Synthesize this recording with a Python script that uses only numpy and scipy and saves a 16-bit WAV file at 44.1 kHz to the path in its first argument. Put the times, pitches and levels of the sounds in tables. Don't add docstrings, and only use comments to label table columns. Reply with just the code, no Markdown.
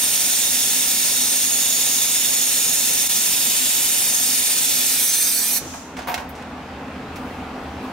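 import sys
import numpy as np
from scipy import signal
from scipy.fft import rfft, irfft
from scipy.io import wavfile
from scipy.ndimage import uniform_filter1d

SR = 44100
rng = np.random.default_rng(int(sys.argv[2]) if len(sys.argv) > 2 else 0)


def persist_wave(psi):
    counts = np.round(np.clip(psi, -1, 1) * 32767).astype(np.int16)
    wavfile.write(sys.argv[1], SR, np.atleast_2d(counts).T)


N = 349272
TIME = np.arange(N) / SR
FRAME_S = np.arange(N // 256 + 5) * 256 / SR
BIN_HZ = np.fft.rfftfreq(1024, 1 / SR)
SHUT_S = 5.577


def gain_of(db):
    return 10 ** (np.asarray(db) / 20)


def unit_rms(x):
    return x / np.sqrt(np.mean(np.atleast_2d(x).mean(0) ** 2) + 1e-20)


def ramp(t, start, length):
    return np.clip((t - start) / length, 0, 1)


def arch(t, start, length, peak_share=0.47):
    return np.sin(np.pi * np.interp((t - start) / length, [0, peak_share, 1], [0, .5, 1]))


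def spectrum(rows, hz):
    f, *columns = np.transpose(rows)
    return np.array([np.interp(np.log(hz + 1), np.log(f + 1), c) for c in columns])


def bells(modes):
    hz, width = np.transpose(modes)[:2, :, None]
    return np.exp(-2 * ((BIN_HZ - hz) / width) ** 2)


def drift(frames, bins):
    noise = rng.standard_normal((len(FRAME_S), len(BIN_HZ)))
    patches = uniform_filter1d(uniform_filter1d(noise, frames, 0), bins, 1)
    return patches / patches.std()


def stereo_noise(colour_db, likeness, phase=0):
    a, b, c, d = rng.standard_normal((4, len(FRAME_S), len(BIN_HZ)))
    left, unrelated = a + 1j * b, c + 1j * d
    right = (likeness * left + np.sqrt(1 - likeness ** 2) * unrelated) * np.exp(-1j * phase)
    frames = np.array([left, right]) * gain_of(colour_db)
    _, noise = signal.istft(frames.swapaxes(1, 2), nperseg=1024, noverlap=768)
    return unit_rms(noise[:, :N])


def coloured(x, rows):
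    hz = np.fft.rfftfreq(x.shape[-1], 1 / SR)
    return irfft(rfft(x) * gain_of(spectrum(rows, hz)), x.shape[-1])


def ring(x, modes):
    return sum(gain_of(db) * signal.lfilter(*signal.iirpeak(hz, hz / width, SR), x)
               for hz, width, db in modes)


def echoes(x, decays):
    taps = rng.standard_normal((2, SR)) * (TIME[:SR] > .003)
    hz, t, bands = signal.stft(taps, SR, nperseg=256)
    t60 = spectrum(decays, hz).T
    _, tail = signal.istft(bands * gain_of(-60 * t / t60), SR, nperseg=256)
    return signal.fftconvolve(x, tail / np.linalg.norm(tail[0]), axes=1)[:, :N]


def rumble(level_db=-53.5, throb_db=1.0, jump_s=5.63, jump_db=6.5, growth_db_per_s=0.5):
    # f/Hz, level/dB
    colour = [(20, -19), (42, -11), (60, -5.5), (77, 6), (88, -0.5), (104, -14), (200, -31), (600, -80)]
    low = unit_rms(coloured(rng.standard_normal(N), colour))
    throb = unit_rms(uniform_filter1d(uniform_filter1d(rng.standard_normal(N), 2600), 1300))
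    rise_db = jump_db * ramp(TIME, jump_s, .03) + growth_db_per_s * np.maximum(TIME - jump_s, 0)
    return low * gain_of(level_db + rise_db + throb_db * throb)


def fan(air_db=-38.0, drone_db=-41.0, waver_db=1.15, drone_width=0.06):
    # f/Hz, level/dB
    slope = [(50, -42), (100, -16), (170, -8), (260, -4), (320, -13.5), (450, -8.5), (800, -10.5),
             (1300, -13), (1900, -18), (2800, -23), (4500, -30), (6300, -36), (10000, -46), (15500, -49)]
    # f/Hz, width/Hz, level/dB
    peaks = [(760, 100, 3), (870, 46, 2.5), (2600, 330, 3)]
    # f/Hz, left-right likeness
    likeness = [(60, 1.0), (130, 1.0), (290, 1), (640, 0.94), (1410, 0.61), (3100, 0.45), (6820, 0.058),
                (15000, 0.11)]
    # f/Hz, width/Hz, level/dB
    duct_modes = [(254.5, 9.8, 3), (215.7, 26, -7.5), (132, 12, -8.5), (748, 14, -17.5), (785, 15, -12.5)]
    colour_db = spectrum(slope, BIN_HZ) + np.array(peaks)[:, 2] @ bells(peaks)
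    air = stereo_noise(colour_db + waver_db * drift(frames=14, bins=10), spectrum(likeness, BIN_HZ))
    mid, side = ring(rng.standard_normal((2, N)), duct_modes)
    drone = unit_rms(np.array([mid + drone_width * side, mid - drone_width * side]))
    return gain_of(air_db) * air + gain_of(drone_db) * drone


def glove():
    # start/s, length/s, level/dB
    strokes = [(7.12, .4, -62), (7.55, 0.34, -69), (7.81, .14, -62)]
    # f/Hz, level/dB
    colour = [(500, -25), (3000, -4), (7000, 0), (15500, 0)]
    envelope = sum(gain_of(db) * arch(TIME, start, length, peak_share=.25)
                   for start, length, db in strokes)
    return unit_rms(coloured(rng.standard_normal((2, N)), colour)) * envelope


def handpiece_knocks(width=0.45, pan_right_db=1):
    # t/s, tray/dB, crack/dB, clink/dB, t60/s
    knocks = [(5.738, -30.5, -46, -62, .12), (5.967, -33, -38.5, -68, 0.3), (5.990, -29.5, -38, -66, 0.1),
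              (6.018, -47, -44, -70, 0.25), (6.072, -25, -42, -39, 0.16), (6.082, -22.5, -46, -35, 0.14),
              (6.096, -24, -49, -44, 0.093), (6.114, -32, -40, -44, 0.28), (6.141, -26, -20, -35, 0.055),
              (6.177, -25.5, -37, -60, 0.1), (6.197, -32, -51, -68, 0.19), (6.291, -55, -63, -43, 0.094),
              (6.352, -51, -46, -71, 0.4), (6.423, -46, -43, -64, .05), (7.158, -56, -42, -54, 0.13)]
    # f/Hz, width/Hz, level/dB
    tray_modes = [(733, 44, 8.5), (900, 71, 9.5), (1070, 160, -4), (1480, 220, -6), (2180, 280, -15)]
    # f/Hz, level/dB
    crack_colour = [(300, -20), (1200, -2), (2300, 0.5), (3500, -3.5), (4400, -5), (6200, -6), (9000, -14),
                    (15500, -31)]
    # f/Hz, width/Hz, level/dB
    tip_modes = [(9800, 180, -4), (11450, 120, -2.5), (12500, 120, -3), (13100, 86, 0), (13600, 110, 0),
                 (15600, 150, 0)]
    starts, tray_db, crack_db, clink_db, t60 = np.transpose(knocks)[:, :, None]
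    mid, side = rng.standard_normal((2, N))
    contact = np.array([mid + width * side, mid - width * side])
    age = TIME[:SR // 2]
    envelopes = gain_of(-60 * age / t60) * ramp(age, 0, .001)
    layers = [(ring(contact, tray_modes), tray_db),
              (coloured(contact, crack_colour), crack_db),
              (ring(contact, tip_modes), clink_db)]
    clatter = np.zeros((2, N))
    for sound, level_db in layers:
        power = np.zeros(N)
        for start, envelope in zip(starts[:, 0], envelopes * gain_of(level_db)):
            power[round(start * SR):][:len(envelope)] += envelope ** 2
        clatter += unit_rms(sound) * np.sqrt(power)
    return clatter * gain_of([[-pan_right_db], [pan_right_db]])


def valve_thump(start_s=5.588, level_db=-31.5, swell_s=0.061):
    hose_modes = [(135, 35, 0), (328, 150, -5.5)]  # f/Hz, width/Hz, level/dB
    age = np.maximum(TIME - start_s, 0) / swell_s
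    envelope = np.sqrt(2 * np.e) * age * np.exp(-age ** 2)
    return gain_of(level_db) * unit_rms(ring(rng.standard_normal(N), hose_modes)) * envelope


def hiss_tail(level_db=-39, attack_s=.025, hold_s=.18, fade_db_per_s=97):
    # f/Hz, level/dB
    colour = [(1000, -5), (3000, -5), (4800, -6), (6300, 3), (7800, -5), (11000, -13), (15500, -18)]
    hiss = unit_rms(coloured(rng.standard_normal((2, N)), colour))
    fade_db = fade_db_per_s * np.maximum(TIME - SHUT_S - hold_s, 0)
    return hiss * ramp(TIME, SHUT_S, attack_s) * gain_of(level_db - fade_db)


def wandering_ripple_db(depth=.17):
    ripple = drift(frames=55, bins=2) + 1j * drift(frames=55, bins=2)
    return 20 * np.log10(abs(1 + depth * ripple))


def whistles_db():
    # f/Hz, width/Hz, resting level/dB
    whistles = [(6420, 530, -1), (6790, 250, -1), (9050, 260, -3), (11400, 400, -.5)]
    # start/s, length/s, f/Hz, swell/dB
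    flares = [(0.0, 0.5, 6290, 0.5), (.9, 1.3, 6290, 2), (2.85, 0.4, 6290, 4.5), (4.05, 0.27, 6290, 4.5),
              (5, 0.34, 6290, 4), (1.3, 0.94, 6730, 7.5), (2.0, 1.0, 6730, 5.5), (0, 0.46, 8990, 2.5),
              (1.1, .85, 8990, 5.5), (2, 1.5, 8990, 5.5), (3.85, 0.82, 8990, 7), (5.02, .4, 8990, 11),
              (3.65, .65, 11400, 5)]
    hz, _, rest_db = np.transpose(whistles)
    swell_db = np.tile(rest_db, (len(FRAME_S), 1))
    for start, length, flare_hz, db in flares:
        nearest = np.argmin(abs(hz - flare_hz))
        swell_db[:, nearest] += db * arch(FRAME_S, start, length, peak_share=0.36)
    return swell_db @ bells(whistles)


def needle_colour(modes, slope):
    modes = np.array(modes)
    level_db = spectrum(slope, BIN_HZ) + modes[:, 2:4].T @ bells(modes)
    phase = np.interp(BIN_HZ, np.r_[0, modes[:, 0]], np.r_[0, modes[:, 4]])
    return level_db[:, None], phase


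def canal_colour():
    # f/Hz, width/Hz, left/dB, right/dB, stereo phase/rad, gain per unit of clearing/dB
    modes = [(1787, 47, 10.5, 6, 0.88, 0), (2460, 290, 6, -2, -0.6, 0.7), (2740, 71, 2, 7, 0.5, -2),
             (2994, 53, 3, 6.5, 0, 2), (3425, 68, 11, 9, 1, -0.5), (3707, 235, 5, 9.5, 0.5, 0),
             (4295, 62, 7.5, 11, 0.5, -0.1), (4965, 64, 11, 6.5, 1.2, 0.6), (5330, 290, 0.5, 5, 1.3, 0),
             (5610, 120, 4, 8.5, 0.7, -1), (5900, 140, -1, 7.5, 2, -1.5), (6330, 330, 12, 4, 2, -0.5),
             (6770, 190, 5, 10.5, 1.0, -2.5), (6900, 220, -0.5, -2.5, 0.9, 2.1),
             (7620, 155, 7.5, 4.5, 2, 3), (8520, 73, 10, 5, 1.46, -3), (8640, 107, 2, 6, 1.5, 1),
             (8900, 250, 9, 9, 1.4, 0.5), (9600, 150, 9, 1.5, 0.8, -0.5), (9830, 67, 0, 9.5, 2, 1.5),
             (10730, 240, 5, 0.5, 1.5, -2.5), (11130, 380, 0.5, 5.5, 2, 2.5), (11300, 170, 1, 3, 1.1, -4),
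             (11800, 320, 2, 7.5, 2, 4), (12270, 470, -6, 3.5, 1.5, -1), (12690, 160, 7, 4.5, 1.2, 0.5),
             (13360, 170, -1.5, 3, 2.5, 2), (14000, 490, 5, 4, -1, 0), (15070, 90, -6, -6, 0.5, -0.2),
             (15490, 440, 1, 5, 2.7, -1.5)]
    # f/Hz, left/dB, right/dB
    slope = [(97.5, -26, -15.5), (580, -12, -12.5), (1150, -16.5, -11.5), (1610, -12.5, -9.5),
             (2330, -9, -4.5), (4400, -5.5, -4), (7300, -1.5, -1.0), (9500, -1.5, 0), (12400, -4, -4.5),
             (15700, -7, -2.4)]
    # t/s, clearing (negative wet, positive clear)
    emptying = [(0, -1.7), (1.8, -0.39), (3.15, -.2), (3.4, 0.75), (3.75, 1.4), (4.05, 1.0), (4.45, 1.2),
                (4.8, .8)]
    # f/Hz, width/Hz, level/dB
    fine_colour = [(1154, 77, -22), (3870, 45, -8), (4760, 50, -3), (6060, 70, -2), (6220, 79, -5),
                   (6440, 46, -4), (6700, 42, 3.5), (8570, 50, 0), (8650, 44, -14), (8830, 90, -6),
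                   (8960, 50, 2), (11400, 50, -2), (11800, 110, -5), (12840, 50, -4.6), (13157, 50, 0),
                   (13200, 100, 5.5), (13800, 50, -5.1), (14126, 50, -4.5), (14449, 150, -3.8),
                   (14944, 220, 4)]
    level_db, phase = needle_colour(modes, slope)
    clearing = np.interp(FRAME_S, *np.transpose(emptying))
    clearing_db = np.outer(clearing, np.array(modes)[:, 5] @ bells(modes))
    fine_db = np.array(fine_colour)[:, 2] @ bells(fine_colour)
    return level_db + clearing_db + fine_db, phase


def free_air_colour():
    # f/Hz, width/Hz, left/dB, right/dB, stereo phase/rad
    modes = [(1790, 200, 5, 4, 0.51), (2380, 210, 10.5, 6.5, 0.0), (3170, 180, 4, 4, 1),
             (3630, 110, 14, 9, 0.0), (4010, 140, 13, 8, 0.3), (4380, 300, 8, 7, 0.8),
             (4950, 160, 12, 11, 0.11), (5300, 310, 9, -4.5, 1), (5760, 290, 5.5, 8, 0.6),
             (6240, 510, 13, 7, 0.62), (8060, 440, 8, 3, 0.9), (8720, 570, 4.5, 4, 0.9),
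             (10400, 130, -1, 2, 0.9), (11000, 480, -1, 3, 0.8), (11850, 390, 6, 2.5, 0.6),
             (12460, 320, -4, 5, 0.6)]
    # f/Hz, left/dB, right/dB
    slope = [(100, -15, -29), (597, -14.5, -14.5), (1110, -19, -14), (1630, -12, -8.5), (2900, -10.5, -7),
             (4600, -12.5, -7.5), (7300, -8, -2.5), (9500, -1.5, 0.5), (13600, -4, 0), (16300, -11, -4)]
    return needle_colour(modes, slope)


def suction(level_db=-17.0, flutter_db=0.63, withdraw_s=4.74, shut_db_per_s=753):
    canal_db, canal_phase = canal_colour()
    free_db, free_phase = free_air_colour()
    outside = ramp(FRAME_S, withdraw_s, 0.49)[:, None]
    free = 0.93 * outside
    colour_db = (1 - free) * canal_db + free * free_db + whistles_db()
    treble = np.minimum(BIN_HZ / 4000, 1)
    ripple_db = wandering_ripple_db()
    spray_db = 3.5 * np.sqrt(outside) * drift(frames=11, bins=5)
    colour_db += treble * (ripple_db + spray_db)
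    wander_rad = 0.43 * treble * drift(frames=45, bins=2)
    phase = (1 - free) * canal_phase + free * free_phase + wander_rad
    hiss = stereo_noise(colour_db, likeness=.8, phase=phase)
    hiss /= np.sqrt(uniform_filter1d(hiss.mean(0) ** 2, 6000))
    flutter = unit_rms(uniform_filter1d(rng.standard_normal(N), 1100))
    surge_db = 3.5 * arch(TIME, start=4.885, length=0.6)
    shut_db = shut_db_per_s * np.clip(TIME - SHUT_S, 0, .2)
    return hiss * gain_of(level_db + surge_db + flutter_db * flutter - shut_db)


def scene(bench_db=-10, room_db=-20):
    # f/Hz, t60/s
    bench_decay = [(200, 0.62), (2000, 0.19), (7000, 0.18), (15000, 0.029)]
    # f/Hz, t60/s
    room_decay = [(200, .5), (2000, 0.72), (4500, 0.73), (6000, 1), (7000, 1.3), (8500, 0.45),
                  (15000, 0.44)]
    direct = suction() + handpiece_knocks()
    bench = gain_of(bench_db) * echoes(direct, bench_decay)
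    room = gain_of(room_db) * echoes(direct, room_decay)
    return direct + bench + room + hiss_tail() + valve_thump() + glove() + fan() + rumble()


def record(dry, threshold_db=-24.5, ratio=7.1, release_s=1.11, makeup_db=6, cutoff_hz=15780):
    power_db = 10 * np.log10(abs(uniform_filter1d((dry ** 2).mean(0), 3000)) + 1e-12)
    wanted_cut_db = np.maximum(power_db - threshold_db, 0) * (1 - 1 / ratio)
    release = np.exp(-TIME / release_s)
    cut_db = np.maximum.accumulate(wanted_cut_db / release) * release
    dip_db = -8 * arch(TIME, start=3.074, length=0.023, peak_share=0.32)
    compressed = dry * gain_of(makeup_db - cut_db + dip_db)
    lowpass = signal.firwin(511, cutoff_hz, window=("kaiser", 9), fs=SR)
    return signal.oaconvolve(compressed, lowpass[None], "same")


dry = scene()
out = record(dry)
persist_wave(out)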